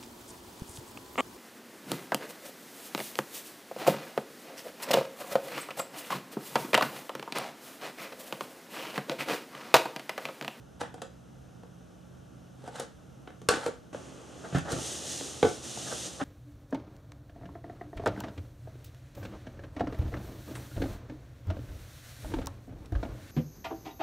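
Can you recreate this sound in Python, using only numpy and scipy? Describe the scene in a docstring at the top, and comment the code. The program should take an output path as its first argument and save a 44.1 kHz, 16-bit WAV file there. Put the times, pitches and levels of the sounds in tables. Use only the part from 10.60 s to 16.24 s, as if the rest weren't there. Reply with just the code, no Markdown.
"""A low hum in a small room, then clacks and creaks: bare feet on a mechanical bathroom scale, on a wooden floor.
The platform springs up when the weight leaves it, and its dial rattles back to the stop.
Then the person steps on again with a suitcase, whose fabric rubs and hisses as it is lifted.
Blows are decaying sine waves plus a burst of noise; creaks, skin, fabric and room rumble are shaped noise.
The hum is two wavering sine waves."""
import sys
import numpy as np
from scipy import signal
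from scipy.fft import rfft, irfft, next_fast_len
from scipy.io import wavfile
from scipy.ndimage import uniform_filter1d, map_coordinates

SR = 44100
rng = np.random.default_rng(int(sys.argv[2]) if len(sys.argv) > 2 else 0)


def to_wav(s):
    """Save 16-bit WAV."""
    ch = np.atleast_2d(s).T  # columns
    pcm = np.round(np.clip(ch, -1, 1) * 32767)  # PCM
    wavfile.write(sys.argv[1], SR, pcm.astype(np.int16))


N = 248724  # length in samples


def amp(db):
    """Decibels to gain."""
    return 10 ** (np.asarray(db) / 20)


def unit(x):
    """Scale to an rms (average strength) of 1."""
    return x / np.sqrt(np.mean(x ** 2) + 1e-20)


def seconds():
    """The time of every sample."""
    return np.arange(N) / SR


def along(points, hz):
    """Read a curve of (Hz, value) points, joined by lines on a log frequency axis."""
    point_hz, value = np.transpose(points)
    return np.interp(np.log(hz + 1), np.log(point_hz + 1), value)


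def curve(rows):
    """Join (seconds, value) points into one value per sample."""
    s, value = np.transpose(rows)
    return np.interp(seconds(), s, value)


def wobble(rate):
    """A smooth random curve with this many random points a second."""
    points = rng.standard_normal(int(N * rate / SR) + 4)
    return map_coordinates(points, [np.arange(N) * rate / SR])


def filtered(x, response):
    """Multiply the spectrum of x by a gain that depends on frequency."""
    size = x.shape[-1]
    padded = next_fast_len(size + 8192)  # spare room at the end, so the filter does not wrap around
    spectrum = rfft(x, padded) * response(np.fft.rfftfreq(padded, 1 / SR))
    return irfft(spectrum, padded)[..., :size]


def coloured(x, spectrum):
    """Shape x with a table of (Hz, dB) points, then scale it to rms 1."""
    return unit(filtered(x, lambda hz: amp(along(spectrum, hz))))


def stereo_noise(side_db, size):
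    """White noise shared by both ears, plus a part with opposite signs that makes it wide."""
    mid, side = rng.standard_normal((2, size)) * amp([[0], [side_db]])
    return np.array([mid + side, mid - side])


# How long the walls answer.
# Each row: frequency in Hz, time to fade by 60 dB in seconds.
ROOM_FADE = [(100, 0.39), (500, 0.21), (2000, 0.33), (7000, 0.29), (14000, 0.037)]


def in_room(x, wet_db, side_db):
    """A mono sound plus the walls' answer: fresh noise that fades at its own speed at each frequency."""
    hz, t, noise = signal.stft(stereo_noise(side_db, size=SR // 2), SR, nperseg=256)
    fade = amp(-60 * t / along(ROOM_FADE, hz)[:, None])
    onset = 1 - np.exp(-t / 0.00085)
    tail = signal.istft(noise * fade * onset, SR, nperseg=256)[1]
    tail *= amp(wet_db) / np.linalg.norm(tail[0])
    tail[:, 0] += 1  # the direct sound
    return signal.fftconvolve(x[None], tail, axes=1)[:, :len(x)]


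# The colour of the room's rumble. Each row: frequency in Hz, relative level in dB.
RUMBLE_COLOUR = [(15, -76), (25, -62), (59, -6.5), (96, -10.5), (128, -6), (186, -15), (205, -10.5),
                 (279, -12), (386, -19), (517, -18), (788, -22.5), (988, -30), (1200, -38), (1560, -61),
                 (2640, -120)]
# The hum's notes. Each row: frequency in Hz, middle level in dB, around which it wavers.
HUM_NOTES = [(129, -56), (177, -58.5)]
# The colour of the room's faint hiss. Each row: frequency in Hz, relative level in dB.
HISS_COLOUR = [(700, -46), (1100, 3.5), (1450, 5), (1800, -3.5), (2250, -8), (2900, -3), (3800, -6.5),
               (4600, -11.5), (6100, -5), (7500, -11.5), (9000, -12), (11000, -16.5), (13400, -16.5),
               (14200, -49)]
RUMBLE_DB, HISS_DB = -52.5, -65


def room_tone():
    """A steady noise rumble and faint hiss, with sine waves whose loudness and phase waver."""
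    t = seconds()
    hum = 0
    for hz, db in HUM_NOTES:
        loudness = amp(db + 2.5 * wobble(7))
        hum = hum + loudness * np.sin(2 * np.pi * hz * t + .7 * wobble(9))
    rumble = amp(RUMBLE_DB) * coloured(stereo_noise(-2.3, size=N), RUMBLE_COLOUR)
    hiss = amp(HISS_DB) * coloured(stereo_noise(-9.0, size=N), HISS_COLOUR)
    return rumble + hum + hiss


# Skin dragging over plastic and wood.
# Each row: middle of the stroke in seconds, length in seconds, level in dB.
SKIN_STROKES = [(3.855, 0.03, -41.5), (3.968, 0.042, -39), (4.059, 0.011, -42), (4.098, 0.052, -36),
                (5.278, 0.022, -42), (5.325, 0.026, -39), (5.611, 0.024, -33)]
# The colour of the skin noise. Each row: frequency in Hz, relative level in dB.
SKIN_COLOUR = [(150, -17), (400, 0.5), (800, 1.5), (1000, -6), (1450, -1), (1800, -6), (2300, -23),
               (3500, -18), (8000, -37), (15000, -60)]


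def scuffs():
    """Short strokes of skin, sticking and slipping unevenly: noise swells with a random flutter."""
    t = seconds()
    strokes = sum(amp(db) * np.exp(-(2 * (t - s) / length) ** 2) for s, length, db in SKIN_STROKES)
    grain = coloured(amp(0.81 * wobble(400)) * rng.standard_normal(N), SKIN_COLOUR)
    return in_room(strokes * grain, wet_db=-9.5, side_db=0)


JOLT_S, JOLT_WIDTH_S = 2.891, 0.0019  # middle of the push, and its time scale


def jolt():
    """The unloaded scale jumps and gives the floor one low push: a single down-and-up pulse."""
    u = (seconds() - JOLT_S) / JOLT_WIDTH_S
    return amp(-20.5) * u * np.exp(-u ** 2)


# The linkage creaks as the load shifts.
# Each row: peak in seconds, level in dB before the levers' overall cut, build-up in seconds (60 dB of rise).
LINKAGE_CREAKS = [(.208, -35.5, .035), (2.078, -48, .3), (2.163, -39.5, .14), (2.203, -36.5, .18),
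                  (3.062, -34.5, .13)]
# The colour of the creaks and the rattle. Each row: frequency in Hz, relative level in dB.
LEVER_COLOUR = [(120, -63), (200, -7), (292, -20), (376, -29), (451, -5), (624, -5.5), (896, -2.5),
                (980, -13.5), (1490, -6), (2210, -20.5), (3670, -16), (4640, -22), (8880, -22.5),
                (13700, -43), (15000, -62)]
# each creak fades fast (seconds per 60 dB) and leaves the dial quivering, softer but longer
CREAK_T60_S, QUIVER_DB, QUIVER_T60_S = 0.13, -20.5, 0.78
# the dial runs back to its stop, getting softer
DIAL_START_S, DIAL_STOP_S, DIAL_DB, DIAL_SLOWS_DB_PER_S = 2.892, 3.06, -32, 74
LEVERS_DB = -2.5  # overall


def levers():
    """The linkage creaks and the dial rattles: dense small slips in uneven clumps."""
    t = seconds()
    dial_runs = (t > DIAL_START_S) * (t < DIAL_STOP_S)
    level = amp(DIAL_DB - DIAL_SLOWS_DB_PER_S * np.abs(t - DIAL_START_S)) * dial_runs
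    for s, db, build_up in LINKAGE_CREAKS:
        before, after = np.maximum(s - t, 0), np.maximum(t - s, 0)
        creak = amp(-60 * after / CREAK_T60_S)
        quiver = amp(QUIVER_DB - 60 * after / QUIVER_T60_S)
        swell = amp(db - 60 * before / build_up)
        level = np.hypot(level, swell * (creak + quiver))
    slips = (rng.random(N) < 1500 / SR) * rng.standard_normal(N)  # about 1500 a second
    rough = unit(slips) + 1.64 * rng.standard_normal(N)
    clumps = amp(1.8 * wobble(180))
    grain = coloured(clumps * rough, LEVER_COLOUR)
    return in_room(amp(LEVERS_DB) * level * grain, wet_db=-9.5, side_db=-3.0)


# How fast the suitcase's fabric slides, told by its hiss.
# Each row: time in seconds, level in dB before the boost RUB_HISS_DB.
RUB_SPEED = [(3.34, -60), (3.68, -62), (3.93, -57), (3.96, -48), (4.02, -60), (4.08, -57), (4.12, -43),
             (4.17, -47), (4.26, -40), (4.42, -45), (4.52, -41), (4.81, -49), (4.88, -45), (5.02, -53),
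             (5.04, -46), (5.47, -42), (5.5, -49), (5.64, -54)]
# The colour of the fabric's hiss. Each row: frequency in Hz, relative level in dB.
WEAVE_COLOUR = [(880, -65), (1500, -20), (1820, -9.5), (2270, -15), (2860, -4.5), (3540, -3), (4680, -6.5),
                (6490, 0.5), (7790, -5.5), (8580, -3.5), (13600, -27.5), (14600, -41), (15000, -68)]
# The colour of the shell's murmur. Each row: frequency in Hz, relative level in dB.
SHELL_COLOUR = [(41, -66), (70, 3.5), (98, -5), (132, -5), (205, -2), (332, 4), (393, -0.5), (523, 0.5),
                (862, -5.5), (973, -13), (1180, -7), (2270, -19.5), (2600, -15), (3380, -17), (5720, -120)]
RUB_START_S, RUB_HISS_DB = 3.327, 3
SHELL_DB, SHELL_GROWS = -49.5, .6  # murmur at average speed, in the air; its dB per dB of hiss
LIFT_OFF_S, LIFT_S, ON_FLOOR_DB = 4.22, 0.052, 6  # the floor strengthens the murmur until the lift
GRAB_DB, GRAB_S = 6.5, .07  # the first pull shakes the shell, then dies away


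def suitcase():
    """Coarse fabric hisses as it slides, and the shell behind it murmurs."""
    t = seconds()
    rub_db = curve(RUB_SPEED)
    since = np.maximum(t - RUB_START_S, 0)
    touching = np.clip(since / .004, 0, 1)

    threads = amp(.5 * wobble(300) + .3 * wobble(25))  # fine and slow unevenness
    hiss = amp(rub_db + RUB_HISS_DB) * coloured(threads * stereo_noise(-12, size=N), WEAVE_COLOUR)
    fizz = filtered(hiss, lambda hz: hz ** 4 / (hz ** 4 + 9500 ** 4))  # the top end
    brighter = amp(.2 * (rub_db - np.percentile(rub_db, 80)))
    hiss = hiss + (brighter - 1) * fizz  # faster rubbing raises the top end, slower lowers it

    on_floor = np.clip((LIFT_OFF_S - t) / LIFT_S + .5, 0, 1)
    speed_db = rub_db - rub_db[since > 0].mean()
    grab_db = GRAB_DB * np.exp(-since / GRAB_S)
    shell_db = SHELL_DB + SHELL_GROWS * speed_db + ON_FLOOR_DB * on_floor + grab_db
    pressure = amp(.6 * wobble(20))
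    shell = amp(shell_db) * pressure * coloured(stereo_noise(-8.5, size=N), SHELL_COLOUR)
    return touching * (hiss + shell)


# The colour of hard plastic's contact noise. Each row: frequency in Hz, relative level in dB.
PLASTIC_COLOUR = [(30, -44), (100, 3.5), (200, 3.5), (480, -3), (850, -3), (1000, -13), (1450, 3.5),
                  (2200, -12.5), (3400, -9.5), (4700, -12), (6500, -8.5), (9300, -12), (11500, -22.5),
                  (15000, -28.5)]
# The four parts of a blow, in order: body, thump, clack, tick.
# Each row: lowest frequency in Hz, highest frequency in Hz.
BLOW_BANDS = [(240, 1050), (70, 250), (1000, 3700), (3700, 15000)]


def blows(rows, modes, noise_db, attack, focus_db, wet_db, side_db):
    """Each contact chatters briefly and rings the modes (natural notes); its row sets each band's level."""
    out, t = np.zeros((2, N + SR)), np.arange(SR // 2) / SR
    hz, mode_db, t60 = np.transpose(modes)[:, :, None]
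    for s, db, thump_db, clack_db, tick_db, favoured_hz, chatter in rows:
        # the spot that is hit favours some modes
        place_db = focus_db * np.exp(-(np.log(hz / favoured_hz) / 0.066) ** 2)
        strength = amp(mode_db + place_db + rng.normal(0, 1.5, hz.shape))
        life = t60 * amp(0.11 * (db + 9.0))  # light touches are damped sooner by the foot
        ring = np.sum(strength * amp(-60 * t / life) * np.sin(2 * np.pi * hz * t), axis=0)

        # the chatter, and a first touch that always fades fast
        contact = amp(-60 * t / max(chatter, .004)) + 0.53 * amp(-60 * t / 0.0095)
        onset = 1 - np.exp(-t / 0.00033)
        noise = coloured(rng.standard_normal(len(t)), PLASTIC_COLOUR)
        crack = amp(noise_db) * contact * onset * noise

        blow = in_room((ring + crack) * (1 - np.exp(-t / attack)), wet_db, side_db)
        for band, rel_db in zip(BLOW_BANDS, (0, thump_db, clack_db, tick_db)):
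            bandpass = signal.butter(3, band, 'bandpass', fs=SR, output='sos')
            part = signal.sosfilt(bandpass, blow)
            peak = np.sqrt(uniform_filter1d(part.mean(0) ** 2, size=220).max())  # loudest 5 ms
            out[:, round(s * SR):][:, :len(t)] += amp(db + rel_db) * part / peak
    return out[:, :N]


# Soles landing and shifting. Each row: start in seconds, body level in dB before the overall cut,
# thump in dB relative to the body, favoured mode in Hz, settling time (60 dB of fade) in seconds.
SOLE_STEPS = [(3.346, -29.5, -17, 560, 0.011), (3.924, -38.5, 7.5, 147, 0.26), (3.946, -24.5, 5.5, 715, .2),
              (4.126, -29.5, 3.5, 141, 0.063), (4.161, -37.5, -9, 345, .046),
              (4.609, -34.5, -15, 466, 0.0097), (5.612, -29, -5.5, 276, 0.076)]
# The loaded scale on the floorboards. Each row: frequency in Hz, relative level in dB,
# ringing time (60 dB of fade) in seconds for a blow of -9 dB; lighter blows ring shorter.
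BOARD_MODES = [(86, 7, 0.058), (136.4, 9, 0.12), (168.3, 0.5, 0.28), (267, 3.5, 0.093), (330, -7.5, 0.17),
               (484, -2.5, 0.061), (559, 7.5, 0.033), (674, -8, 0.16), (1080, -31, 0.2), (1380, -36, 0.092),
               (1600, -30, 0.053)]
SOLE_CLACK_DB, SOLE_TICK_DB = -6.5, -27.5  # relative to the body; skin is soft: little treble
FEET_DB = -1.5  # overall


def feet():
    """Soft soles thud through the scale into the boards, which ring low and briefly."""
    contacts = []
    for s, db, thump_db, hz, settling in SOLE_STEPS:
        contacts.append((s, db, thump_db, SOLE_CLACK_DB, SOLE_TICK_DB, hz, settling))
    return amp(FEET_DB) * blows(contacts, BOARD_MODES, noise_db=-2.0, attack=0.0014, focus_db=10.5,
                                wet_db=-8.5, side_db=-2.5)


# Clacks of the platform and its levers. Each row: start in seconds, body level in dB before the overall cut,
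# clack and tick in dB relative to the body, favoured mode in Hz.
PLATFORM_CLACKS = [(0.213, -28, -3, -18.5, 820), (0.3413, -37.5, -9, -13.5, 684),
                   (.3795, -46, -4, -23, 738), (0.4179, -33.5, -4, -7, 526), (1.033, -44, -11.5, -24, 653),
                   (2.039, -41.5, -16, -18, 530), (2.076, -34, -12, -17.5, 780),
                   (2.197, -29.5, -16, -5.5, 526), (2.674, -39.5, -3.5, -26, 692),
                   (2.704, -46, -2, -21, 660), (2.816, -43, -8, -11, 420), (2.887, -15.5, -1, -3, 454),
                   (2.937, -28.5, -2, -18, 331), (2.969, -29, -9, -18, 484),
                   (3.0625, -22.5, -11.5, -15.5, 499), (3.9831, -36, 0, -3.5, 370),
                   (4.119, -29, -19, -4, 513), (4.828, -11.5, -10.5, -24.5, 415),
                   (5.173, -36, -20, -35, 796), (5.325, -33.5, -18, -22, 450)]
# The scale's hollow case. Each row: frequency in Hz, relative level in dB,
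# ringing time (60 dB of fade) in seconds for a blow of -9 dB; lighter blows ring shorter.
CASE_MODES = [(102, -16, 0.14), (170.4, -9, 0.2), (261, -11, 0.091), (316.2, -3, 0.11), (370, -2, 0.062),
              (433.8, -4, 0.12), (475, 3.5, 0.099), (529, -10.5, 0.19), (732, 3, 0.056), (815, -1, 0.035),
              (1150, -4, 0.078), (1349, -5, 0.12), (1500, -4, 0.1), (1690, -13, 0.084), (2300, -1, 0.011),
              (2600, -11, 0.06), (3500, -32, 0.025)]
CLACK_CHATTER_S = 0.025  # the contact noise fades by 60 dB in this time
CLACK_THUMP_DB, THUMP_PER_TICK = -23.5, .48  # the sharper the tick, the less bass a clack has
REBOUND_ABOVE_DB = -28.7  # blows heavier than this bounce once
REBOUND_S, REBOUND_DULLER_DB, REBOUND_CHATTER_S = .0205, 3, .04  # delay, treble loss, noise fade
REBOUND_LOSS_DB, LOSS_PER_TICK = 11.5, 0.27  # the sharper the tick, the weaker the bounce
PLATFORM_DB = -2.5  # overall


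def platform():
    """Hard clacks of the plastic platform ring its case; the heavy ones rebound once, weaker and duller."""
    contacts = []
    for s, db, clack_db, tick_db, hz in PLATFORM_CLACKS:
        thump_db = CLACK_THUMP_DB - THUMP_PER_TICK * tick_db
        contacts.append((s, db, thump_db, clack_db, tick_db, hz, CLACK_CHATTER_S))
        if db > REBOUND_ABOVE_DB:
            loss_db = REBOUND_LOSS_DB + LOSS_PER_TICK * tick_db
            duller_clack_db = clack_db - REBOUND_DULLER_DB
            duller_tick_db = tick_db - 2 * REBOUND_DULLER_DB
            contacts.append((s + REBOUND_S, db - loss_db, thump_db, duller_clack_db,
                             duller_tick_db, hz, REBOUND_CHATTER_S))
    return amp(PLATFORM_DB) * blows(contacts, CASE_MODES, noise_db=9.5, attack=0.00051, focus_db=15.5,
                                    wet_db=-6.0, side_db=-7.5)


# How the sound leans to one ear. 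Each row: frequency in Hz, left minus right in dB.
STEREO_LEAN = [(60, -4), (140, -2), (300, -2), (600, 0), (1200, 0.5), (3000, -0.4)]
# How wide the sound is. Each row: frequency in Hz, gain of the left-right difference in dB.
STEREO_WIDTH = [(100, -5.5), (300, 0.5), (600, 0.5), (1100, 3.5), (2200, 1.9), (4000, -7.6), (8000, 1.8),
                (13000, 6)]


def scene():
    """All sources; the bass leans to the right and the width changes with frequency."""
    left, right = platform() + jolt() + feet() + scuffs() + levers() + suitcase() + room_tone()
    mid = (left + right) / 2
    side = filtered((left - right) / 2, lambda hz: amp(along(STEREO_WIDTH, hz)))
    widened = np.array([mid + side, mid - side])
    return filtered(widened, lambda hz: amp(np.outer([.5, -.5], along(STEREO_LEAN, hz))))


TOP_HZ = 14600


def record(dry):
    """A very steep low-pass filter removes nearly everything above TOP_HZ."""
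    return filtered(dry, lambda hz: 1 / np.sqrt(1 + (hz / TOP_HZ) ** 120))


dry = scene()
out = record(dry)
to_wav(out)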